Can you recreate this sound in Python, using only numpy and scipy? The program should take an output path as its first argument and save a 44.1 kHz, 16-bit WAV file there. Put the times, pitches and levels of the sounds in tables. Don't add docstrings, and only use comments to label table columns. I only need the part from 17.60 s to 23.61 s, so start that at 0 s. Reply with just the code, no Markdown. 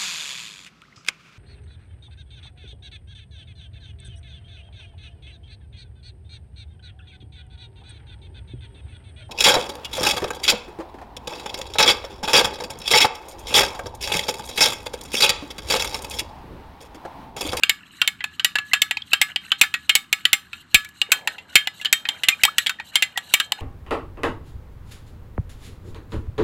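import sys
import numpy as np
from scipy import signal
from scipy.fft import rfft, irfft, next_fast_len
from scipy.io import wavfile

SR = 44100
rng = np.random.default_rng(int(sys.argv[2]) if len(sys.argv) > 2 else 0)


def int16_out(signal):
    q = np.round(np.clip(np.atleast_2d(signal).T, -1, 1) * 32767)
    wavfile.write(sys.argv[1], SR, q.astype(np.int16))


N = 265031
TIME = np.arange(N) / SR
AGE = np.arange(int(.3 * SR)) / SR
USUAL_LEVEL_DB, USUAL_TREBLE_DB = -13.5, -12

# (time [s], level [dB], treble relative to level [dB], spoon's fade time [s], low note's share [0-1],
#  spoon's low note [Hz], its middle note [Hz], knock through the cup's base [dB],
#  glass's low ring [dB], glass's high ring [dB])
CLINKS = [(0.0343, -12.5, -16.5, 0.029, 0.09, 1604, 2806, -52, -37, -27),
          (0.0947, -14, -8, 0.044, 0.73, 2200.0, 2970, -41.5, -35, -44.0),
          (0.416, -14.5, -15.5, 0.034, 0.13, 1450, 2780, -43, -39, -23.5),
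          (0.4759, -17, -8, 0.04, 0.5, 2175, 3110, -45.0, -39, -41),
          (0.606, -30, -33, 0.043, 1, 1990.0, 2800, -54, -39, -37),
          (0.6407, -23.5, -13.5, 0.036, 0.25, 1740, 2590, -41.5, -39, -55),
          (0.796, -22.5, -19.5, 0.046, 0.12, 1560, 2996, -83, -47, -37),
          (0.8461, -14, -7, 0.048, 0.33, 1925, 2950, -41, -38, -44.0),
          (0.9551, -19, -16.5, 0.048, 0.5, 1684, 2716, -36.5, -21.5, -64),
          (0.9851, -22, -17.5, 0.041, 0.27, 1700.0, 2670, -45.0, -36, -42),
          (1.1337, -13.5, -11.0, 0.065, 0.31, 1675, 2644, -34.5, -26.0, -22),
          (1.2184, -14, -7, 0.04, 0.3, 2184, 2990.0, -59, -34, -64),
          (1.3099, -19.5, -14, 0.037, 0.38, 1930.0, 2760, -40.0, -34.5, -32),
          (1.3702, -24.6, -22, 0.035, 0, 2090, 2510, -42.5, -71, -35),
          (1.5326, -12.5, -12, 0.046, 0.17, 1630, 2700, -37, -38, -20.5),
          (1.6145, -13.5, -6.5, 0.056, 0.83, 2127, 2980, -36.5, -26.5, -49),
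          (1.7599, -20.5, -18.5, 0.031, 0.07, 2000.0, 2880, -43.5, -44, -27.5),
          (1.918, -13, -21.5, 0.035, 0.08, 1555, 3034, -64, -44.5, -30.5),
          (2.0131, -8, -8.5, 0.052, 0.14, 2115, 2488, -45.0, -28, -34.5),
          (2.034, -21.5, -17, 0.066, 0.7, 1740, 2474, -41.0, -51.5, -32.5),
          (2.14, -19.5, -14.5, 0.056, 0.43, 1896, 2585, -47.5, -36, -43.5),
          (2.2939, -11.5, -13.0, 0.051, 0.25, 2177, 2873, -42, -42, -18.5),
          (2.3525, -13, -4, 0.056, 0.44, 2203, 3026, -39.5, -41.5, -33),
          (2.5277, -14, -9, 0.035, 0.56, 2210, 2480, -41.5, -36, -48.5),
          (2.6531, -11.5, -15.5, 0.032, 0.18, 1970, 3048, -51, -38.5, -39),
          (2.7304, -11, -5.5, 0.047, 0.48, 2130, 2800, -45, -36.5, -29),
          (2.9309, -32, -19.5, 0.05, 0.18, 1390, 2600, -73, -48, -43),
          (3.1444, -7, -8, 0.064, 0.21, 2233, 2562, -48, -21.0, -21),
          (3.2471, -40, -6.5, 0.042, 0.9, 1710.0, 2380, -73, -51, -81),
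          (3.289, -56, 2, 0.028, 0.85, 1690, 2470.0, -77.0, -54, -74),
          (3.4158, -15.5, -16, 0.037, 0, 1690, 2840, -44.5, -48, -55),
          (3.5184, -12.5, -4.5, 0.06, 0.18, 1502, 2570, -47, -28, -21),
          (3.674, -19.5, -11.5, 0.042, 0.55, 1842, 2710, -33, -39.0, -41),
          (3.782, -35.5, -20, 0.094, 0.17, 2050, 2740, -52, -60, -47.0),
          (3.9551, -5.5, -10.0, 0.06, 0.45, 2170, 2564, -51, -23, -10),
          (4.0724, -22, -13.5, 0.031, 0.46, 2020.0, 2920, -38.0, -38, -61),
          (4.2136, -33, -14, 0.069, 0.05, 1650, 2810, -56, -37.5, -39),
          (4.2479, -26, -11.5, 0.062, 0.56, 1755, 3100, -56, -56.0, -24),
          (4.2553, -19.5, -20.5, 0.055, 0.01, 1780, 2980, -56, -45, -47.0),
          (4.3274, -14, -2.5, 0.047, 0.33, 1847, 2425, -39.5, -39, -15.5),
          (4.453, -26, -30, 0.049, 0.6, 1870.0, 2520, -55, -43.0, -33),
          (4.488, -18.5, -14, 0.039, 0.06, 2090, 3154, -38.5, -51, -22.5),
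          (4.6344, -20, -12.5, 0.069, 0.27, 2010, 2906, -48, -41, -29),
          (4.6853, -11.5, -7, 0.056, 0.42, 2093, 2863, -41, -53, -25),
          (4.835, -11.5, -7.5, 0.038, 0.12, 1953, 2580, -47, -49, -11),
          (4.851, -16, -5.5, 0.029, 0.3, 1950, 3180, -29, -31, -20),
          (4.9824, -15, -7, 0.045, 0.36, 1890.0, 2810, -55, -33, -44.0),
          (5.0624, -24, -17, 0.04, 0.8, 2245, 3280, -47.5, -44, -29),
          (5.068, -19.5, -12.5, 0.045, 0.14, 2060.0, 3290, -54.0, -49, -44),
          (5.0944, -22.5, -10, 0.054, 0.6, 1512, 2670, -54, -42, -33),
          (5.1987, -31, -23, 0.053, 0.67, 1880, 2500, -40.0, -54, -44),
          (5.3557, -13.5, -8.5, 0.053, 0.28, 2140, 3162, -37, -35, -19.5),
          (5.4234, -14.5, -10.5, 0.066, 0.44, 2040, 2740, -44, -43, -29.0),
          (5.5746, -23, -7.5, 0.044, 0.51, 1894, 3230, -32.5, -42, -56),
          (5.7385, -11.5, -4.5, 0.042, 0.26, 2290, 2573, -36, -35, -22.5),
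          (5.7998, -17.6, -11.5, 0.044, 0.34, 1620, 2930, -60, -36, -23.5),
          (5.9204, -20.5, -8, 0.016, 0.11, 1990, 2970, -33.0, -41, -46.0)]


def from_db(db):
    return 10 ** (np.asarray(db) / 20)


def rms_one(x):
    return x / np.sqrt(np.mean(x ** 2) + 1e-20)


def attack_one(x):
    return x / np.sqrt(np.mean(x[:int(.025 * SR)] ** 2) + 1e-20)


def dying(t60):
    return np.exp(-np.log(1000) * AGE / max(t60, 1e-3))


def swell(length):
    return np.sin(np.pi * AGE[AGE < length] / length)


def flutter(per_s):
    knots = np.arange(0, TIME[-1] + 1, 1 / per_s)
    return rms_one(np.interp(TIME, knots, rng.standard_normal(len(knots))))


def add(out, s, sound):
    at = max(round(s * SR), 0)
    out[at:at + len(sound)] += sound[:N - at]


def band(x, low_hz, high_hz, order=2):
    sections = signal.butter(order, [low_hz, min(high_hz, .45 * SR)], "band", fs=SR, output="sos")
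    return signal.sosfilt(sections, x)


def coloured(x, spectrum):
    size = next_fast_len(len(x))
    hz = np.maximum(np.arange(size // 2 + 1) * SR / size, 1)
    points, db = np.transpose(spectrum)
    ends = 1 / np.sqrt((1 + (points[0] / hz) ** 8) * (1 + (hz / points[-1]) ** 8))
    gain = from_db(np.interp(np.log(hz), np.log(points), db))
    return rms_one(irfft(rfft(x, size) * ends * gain, size)[:len(x)])


def ring(clicks, hz, t60):
    decay, step = from_db(-60 / (t60 * SR)), 2 * np.pi * hz / SR
    return signal.lfilter([0, np.sin(step)], [1, -2 * decay * np.cos(step), decay ** 2], clicks + 1e-18)


def room_tone(start_db=-54, end_db=-57):
    # (frequency [Hz], relative level [dB])
    rumble_colour = [(22, -2), (45, -25), (75, 2), (130, -1.5), (200, -0.5), (320, -7.5), (550, -26),
                     (1200, -9.5), (4000, -26), (15000, -54)]
    return from_db(np.linspace(start_db, end_db, N)) * coloured(rng.standard_normal(N), rumble_colour)


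def ringing_grains(low_hz, high_hz, per_s, cycles, spread_db, count=36):
    sizes = from_db(spread_db * np.minimum(rng.exponential(1, N), 4)) * rng.choice([-1, 1], N)
    clicks = sizes * (rng.random(N) < per_s / SR)
    pitches = np.geomspace(low_hz, high_hz, count)
    chosen = rng.integers(0, count, N)
    return sum(ring(clicks * (chosen == k), hz, cycles / hz) for k, hz in enumerate(pitches))


def stroke_levels(swirl_db=-59, grit_db=-63, rush_db=-41, rush_s=0.018, wash_db=-20.5, wash_rise_s=0.027):
    # (middle time [s], length [s], scrape level [dB], slosh level [dB])
    drags = [(0.234, 0.18, -77, -50), (0.397, 0.19, -48.5, -47), (0.45, 0.059, -60, -30),
             (0.745, 0.078, -52, -51), (1.11, 0.17, -51, -50), (1.513, 0.13, -46.5, -59),
             (1.697, 0.07, -46, -36.5), (1.869, 0.14, -47.5, -45.5), (1.991, 0.027, -41.5, -40),
             (2.227, 0.11, -53.5, -57), (2.604, 0.096, -48.5, -48), (2.973, 0.14, -50.5, -52),
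             (3.126, 0.041, -51.5, -58), (3.378, 0.09, -50, -63), (3.557, 0.14, -46, -38),
             (3.73, 0.12, -49, -44), (3.943, 0.15, -51.5, -46), (4.188, 0.12, -46, -55),
             (4.397, 0.05, -55, -46), (4.555, 0.33, -50, -45), (4.803, 0.064, -44.5, -36.5),
             (5.008, 0.11, -43, -43), (5.277, 0.082, -45, -69), (5.353, 0.076, -45, -36),
             (5.517, 0.1, -59, -50), (5.725, 0.22, -41, -46), (5.836, 0.08, -45.5, -55),
             (6, 0.057, -46.5, -43.5)]
    slosh_power = np.full(N, from_db(swirl_db) ** 2)
    scrape_power = np.full(N, from_db(grit_db) ** 2)
    for s, length, scrape_db, slosh_db in drags:
        add(scrape_power, s - length / 2, (from_db(scrape_db) * swell(length)) ** 2)
        add(slosh_power, s - length / 2, (from_db(slosh_db) * swell(length)) ** 2)
    for s, db, *_ in CLINKS:
        if db >= USUAL_LEVEL_DB:
            add(slosh_power, s - rush_s, (from_db(rush_db) * swell(2 * rush_s)) ** 2)
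        lapping = from_db(db + wash_db) * (1 - np.exp(-AGE / wash_rise_s)) * dying(t60=0.26)
        add(slosh_power, s, lapping ** 2)
    return np.sqrt(slosh_power), np.sqrt(scrape_power)


def stirring(slosh_db=-2.5, scrape_db=-0.5):
    # (frequency [Hz], relative level [dB])
    slosh_colour = [(450, -23), (800, -17.5), (1050, -21), (1550, 8.5), (2050, 5), (2500, 5.5), (2900, 15),
                    (3500, -3.5)]
    # (frequency [Hz], relative level [dB])
    grit_colour = [(2800, 1), (3400, -11), (4100, 1.5), (4900, -23), (6200, -12), (6800, -9.5),
                   (7900, -3.5), (9000, -11.5), (10300, -16), (12700, -4.5), (15500, -33.5)]
    slosh_gain, scrape_gain = stroke_levels()
    fizz = ringing_grains(500, 3600, per_s=800, cycles=45, spread_db=3.8)
    grind = ringing_grains(2800, 15000, per_s=6000, cycles=180, spread_db=3, count=48)
    swirl = coloured(fizz, slosh_colour) * slosh_gain * from_db(slosh_db + 2 * flutter(per_s=40))
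    scrape = coloured(grind, grit_colour) * scrape_gain * from_db(scrape_db + 2.5 * flutter(per_s=70))
    return swirl + scrape


def crowd(low_hz, high_hz, t60):
    return attack_one(band(rng.standard_normal(len(AGE)) * dying(t60), low_hz, high_hz, order=3))


def spoon_note(hz, t60, blur, spread, rise_s=0.00044):
    tone = attack_one(np.sin(2 * np.pi * hz * AGE) * dying(t60) * (1 - np.exp(-AGE / rise_s)))
    neighbours = crowd(hz / spread, hz * spread, .85 * t60)
    return attack_one(tone * rng.choice([-1, 1]) + blur * neighbours)


def spoon(base_hz=859, high_hz=3668, ping_hz=7368, sizzle_hz=11360, pitch_scatter=.03):
    out = np.zeros(N)
    shifts = np.exp(pitch_scatter * rng.standard_normal((len(CLINKS), 3)))
    for clink, (high_shift, ping_shift, sizzle_shift) in zip(CLINKS, shifts):
        s, db, treble_db, t60, low_share, low_hz, middle_hz, base_db, *_ = clink
        low_share = np.clip(low_share, .01, .99)
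        base = from_db(base_db) * spoon_note(base_hz, t60=0.024, blur=1.1, spread=1.173)
        low_note = spoon_note(low_hz, 1.72 * t60, blur=1.0, spread=1.355)
        low = from_db(db - 2.7) * np.sqrt(low_share) * low_note

        hardness_db = treble_db - USUAL_TREBLE_DB
        middle_blur = 0.92 * from_db(.4 * hardness_db)
        middle_note = spoon_note(middle_hz, 0.86 * t60, blur=middle_blur, spread=1.162)
        middle = from_db(db - 1.5) * np.sqrt(1 - low_share) * middle_note
        high_note = spoon_note(high_hz * high_shift, 0.91 * t60, blur=1.94, spread=1.226)
        high = from_db(db - 8.5 + 0.25 * hardness_db) * high_note

        ping_shift *= 2 ** (.005 * hardness_db)
        sizzle_shift *= 2 ** (.025 * max(db - USUAL_LEVEL_DB, 0))
        ping_tone = spoon_note(ping_hz * ping_shift, 1.2 * t60, blur=.25, spread=1.08)
        sizzle_tone = spoon_note(sizzle_hz * sizzle_shift, 1.1 * t60, blur=.35, spread=1.06)
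        ping = from_db(db + treble_db - 3) * attack_one(crowd(5080, 8900, 0.67 * t60) + .8 * ping_tone)
        sizzle_db = db + treble_db - 7 + 0.3 * hardness_db
        sizzle = from_db(sizzle_db) * attack_one(crowd(8520, 15600, 0.42 * t60) + 0.43 * sizzle_tone)

        crack = from_db(sizzle_db - 6) * crowd(3000, 9200, t60=0.0045)
        push = from_db(db - 35) * crowd(180, 630, t60=0.047)
        add(out, s, base + low + middle + high + ping + sizzle + crack + push)
    return out


def glass(ring_db=0.5):
    # (pitch [Hz], relative level [dB], fade time [s])
    wall_notes = [(800, -17, .15), (1172, -16, .22), (1295, -14, .23), (1701, 1, .28), (1884, -7, .1),
                  (2255, -3, .13), (2326, -7, .1), (2470, -12, .14), (3162, -1, .2), (3682, -6, .19),
                  (4194, -10, .18), (4988, -16, .18), (6215, -24, .17), (7257, -9, .12), (7470, -7, .1),
                  (7806, -14, .13), (8022, -11, .11), (9613, -16, .11), (10470, -16, .12),
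                  (11220, -20, .12), (13790, -23, .11), (14205, -17, .11), (14578, -18, .12),
                  (14820, -22, .11)]
    s, level_db, treble_db, *_, low_ring_db, high_ring_db = np.transpose(CLINKS)
    at = np.round(s * SR).astype(int)
    wall_db = level_db - 13.5 + 0.26 * (treble_db - USUAL_TREBLE_DB)
    upper_db = level_db + treble_db - 8.5
    top_db = level_db + treble_db - 5 + 0.62 * (level_db - USUAL_LEVEL_DB)
    zones_hz = [1295, 1701, 1884, 3162, 3682, 5000, 7500, 12000]
    zones_db = [wall_db, low_ring_db, wall_db, high_ring_db, wall_db, wall_db, upper_db, top_db]
    out = np.zeros(N)
    for hz, db, t60 in wall_notes:
        blow_db = np.array([np.interp(hz, zones_hz, blow) for blow in np.transpose(zones_db)])
        scatter_db = min(-db / 2, 3) * rng.standard_normal(len(at))
        clicks = np.zeros(N)
        clicks[at] = from_db(blow_db + db + ring_db + scatter_db)
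        out += ring(clicks * rng.choice([-1, 1]), hz, t60)
    return out


def room_echo(x, t60=0.22, level_db=-22.5, delay_s=0.0063):
    body = band(rng.standard_normal(len(AGE)), 150, 5800) * dying(t60)
    treble = band(rng.standard_normal(len(AGE)), 3500, 17000) * dying(1.05 * t60)
    tail = (body + treble) * (AGE > delay_s) / np.sqrt(np.sum(dying(t60) ** 2))
    return from_db(level_db) * signal.fftconvolve(x, tail)[:N]


def bubbles_and_ticks(noise_share=0.06):
    # (time [s], starting pitch [Hz], pitch rise [octaves/s], level [dB], length [s])
    blips_and_ticks = [(0.256, 3040, 15, -49, 0.013), (1.113, 1950, 9, -26, 0.015),
                       (1.42, 3030, 40, -23.5, 0.0064), (1.517, 2550, 10, -21.5, 0.01),
                       (1.7, 2740, 11.5, -45, .006), (1.703, 2300, 11.5, -41, 0.009),
                       (3.253, 2160, 8, -35.5, 0.018), (3.488, 480, -12, -38, 0.011),
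                       (4.197, 2030, 4, -33, 0.011), (4.718, 2500, -2.5, -19, 0.027),
                       (4.802, 2190, 10, -38, 0.011), (4.877, 1036, 27, -19.5, 0.019),
                       (5.187, 1880, -6, -31, 0.011), (5.557, 1890, 2, -26, 0.019),
                       (5.987, 780, 17, -33, 0.011)]
    out = np.zeros(N)
    for s, hz, rise, db, length in blips_and_ticks:
        age = AGE[AGE < length]
        phase = 2 * np.pi * np.cumsum(hz * 2 ** (rise * age)) / SR
        add(out, s, from_db(db) * np.sin(phase) * swell(length))
        add(out, s, from_db(db) * noise_share * crowd(0.43 * hz, 1.6 * hz, t60=2 * length))
    return out


def overload_thumps(sink_s=0.012, roughness=0.12):
    # (time [s], level [dB], fade time [s], starting pitch [Hz])
    thumps = [(2.014, -46, 0.036, 90), (3.144, -30, 0.12, 254), (3.958, -42.5, 0.084, 150),
              (4.836, -39, 0.027, 109), (5.737, -52, 0.026, 110)]
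    # (frequency [Hz], relative level [dB])
    thump_colour = [(25, -6), (70, 11), (200, -22), (350, 1.5), (700, -10)]
    out = np.zeros(N)
    for s, db, t60, hz in thumps:
        boom = np.sin(2 * np.pi * np.cumsum(hz * np.exp(-AGE / sink_s)) / SR)
        noise = roughness * coloured(rng.standard_normal(len(AGE)), thump_colour)
        add(out, s, from_db(db) * attack_one((boom + noise) * dying(t60)))
    return out


def cup_slide():
    # (time [s], level [dB])
    rub_levels = [(0, -91), (3.42, -78), (3.52, -49.5), (3.62, -47.5), (3.7, -49.5), (3.88, -62.5),
                  (4.4, -61.5), (4.52, -52.5), (4.66, -60), (4.9, -57.5), (5.1, -64), (6.01, -55.5)]
    # (frequency [Hz], relative level [dB])
    rub_colour = [(250, -11), (500, -2.5), (740, 0.5), (1000, 0.5), (1400, -65)]
    gain = from_db(np.interp(TIME, *np.transpose(rub_levels)))
    return gain * coloured(rng.standard_normal(N), rub_colour)


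def scene():
    close = spoon() + glass() + cup_slide() + overload_thumps() + bubbles_and_ticks() + stirring()
    return (close + room_echo(close) + room_tone())[None]


def record(dry, cutoff_hz=16500):
    clipped = dry / (1 + np.abs(dry) ** 8) ** (1 / 8)
    return signal.sosfilt(signal.cheby2(16, 60, cutoff_hz, fs=SR, output="sos"), clipped)


dry = scene()
out = record(dry)
int16_out(out)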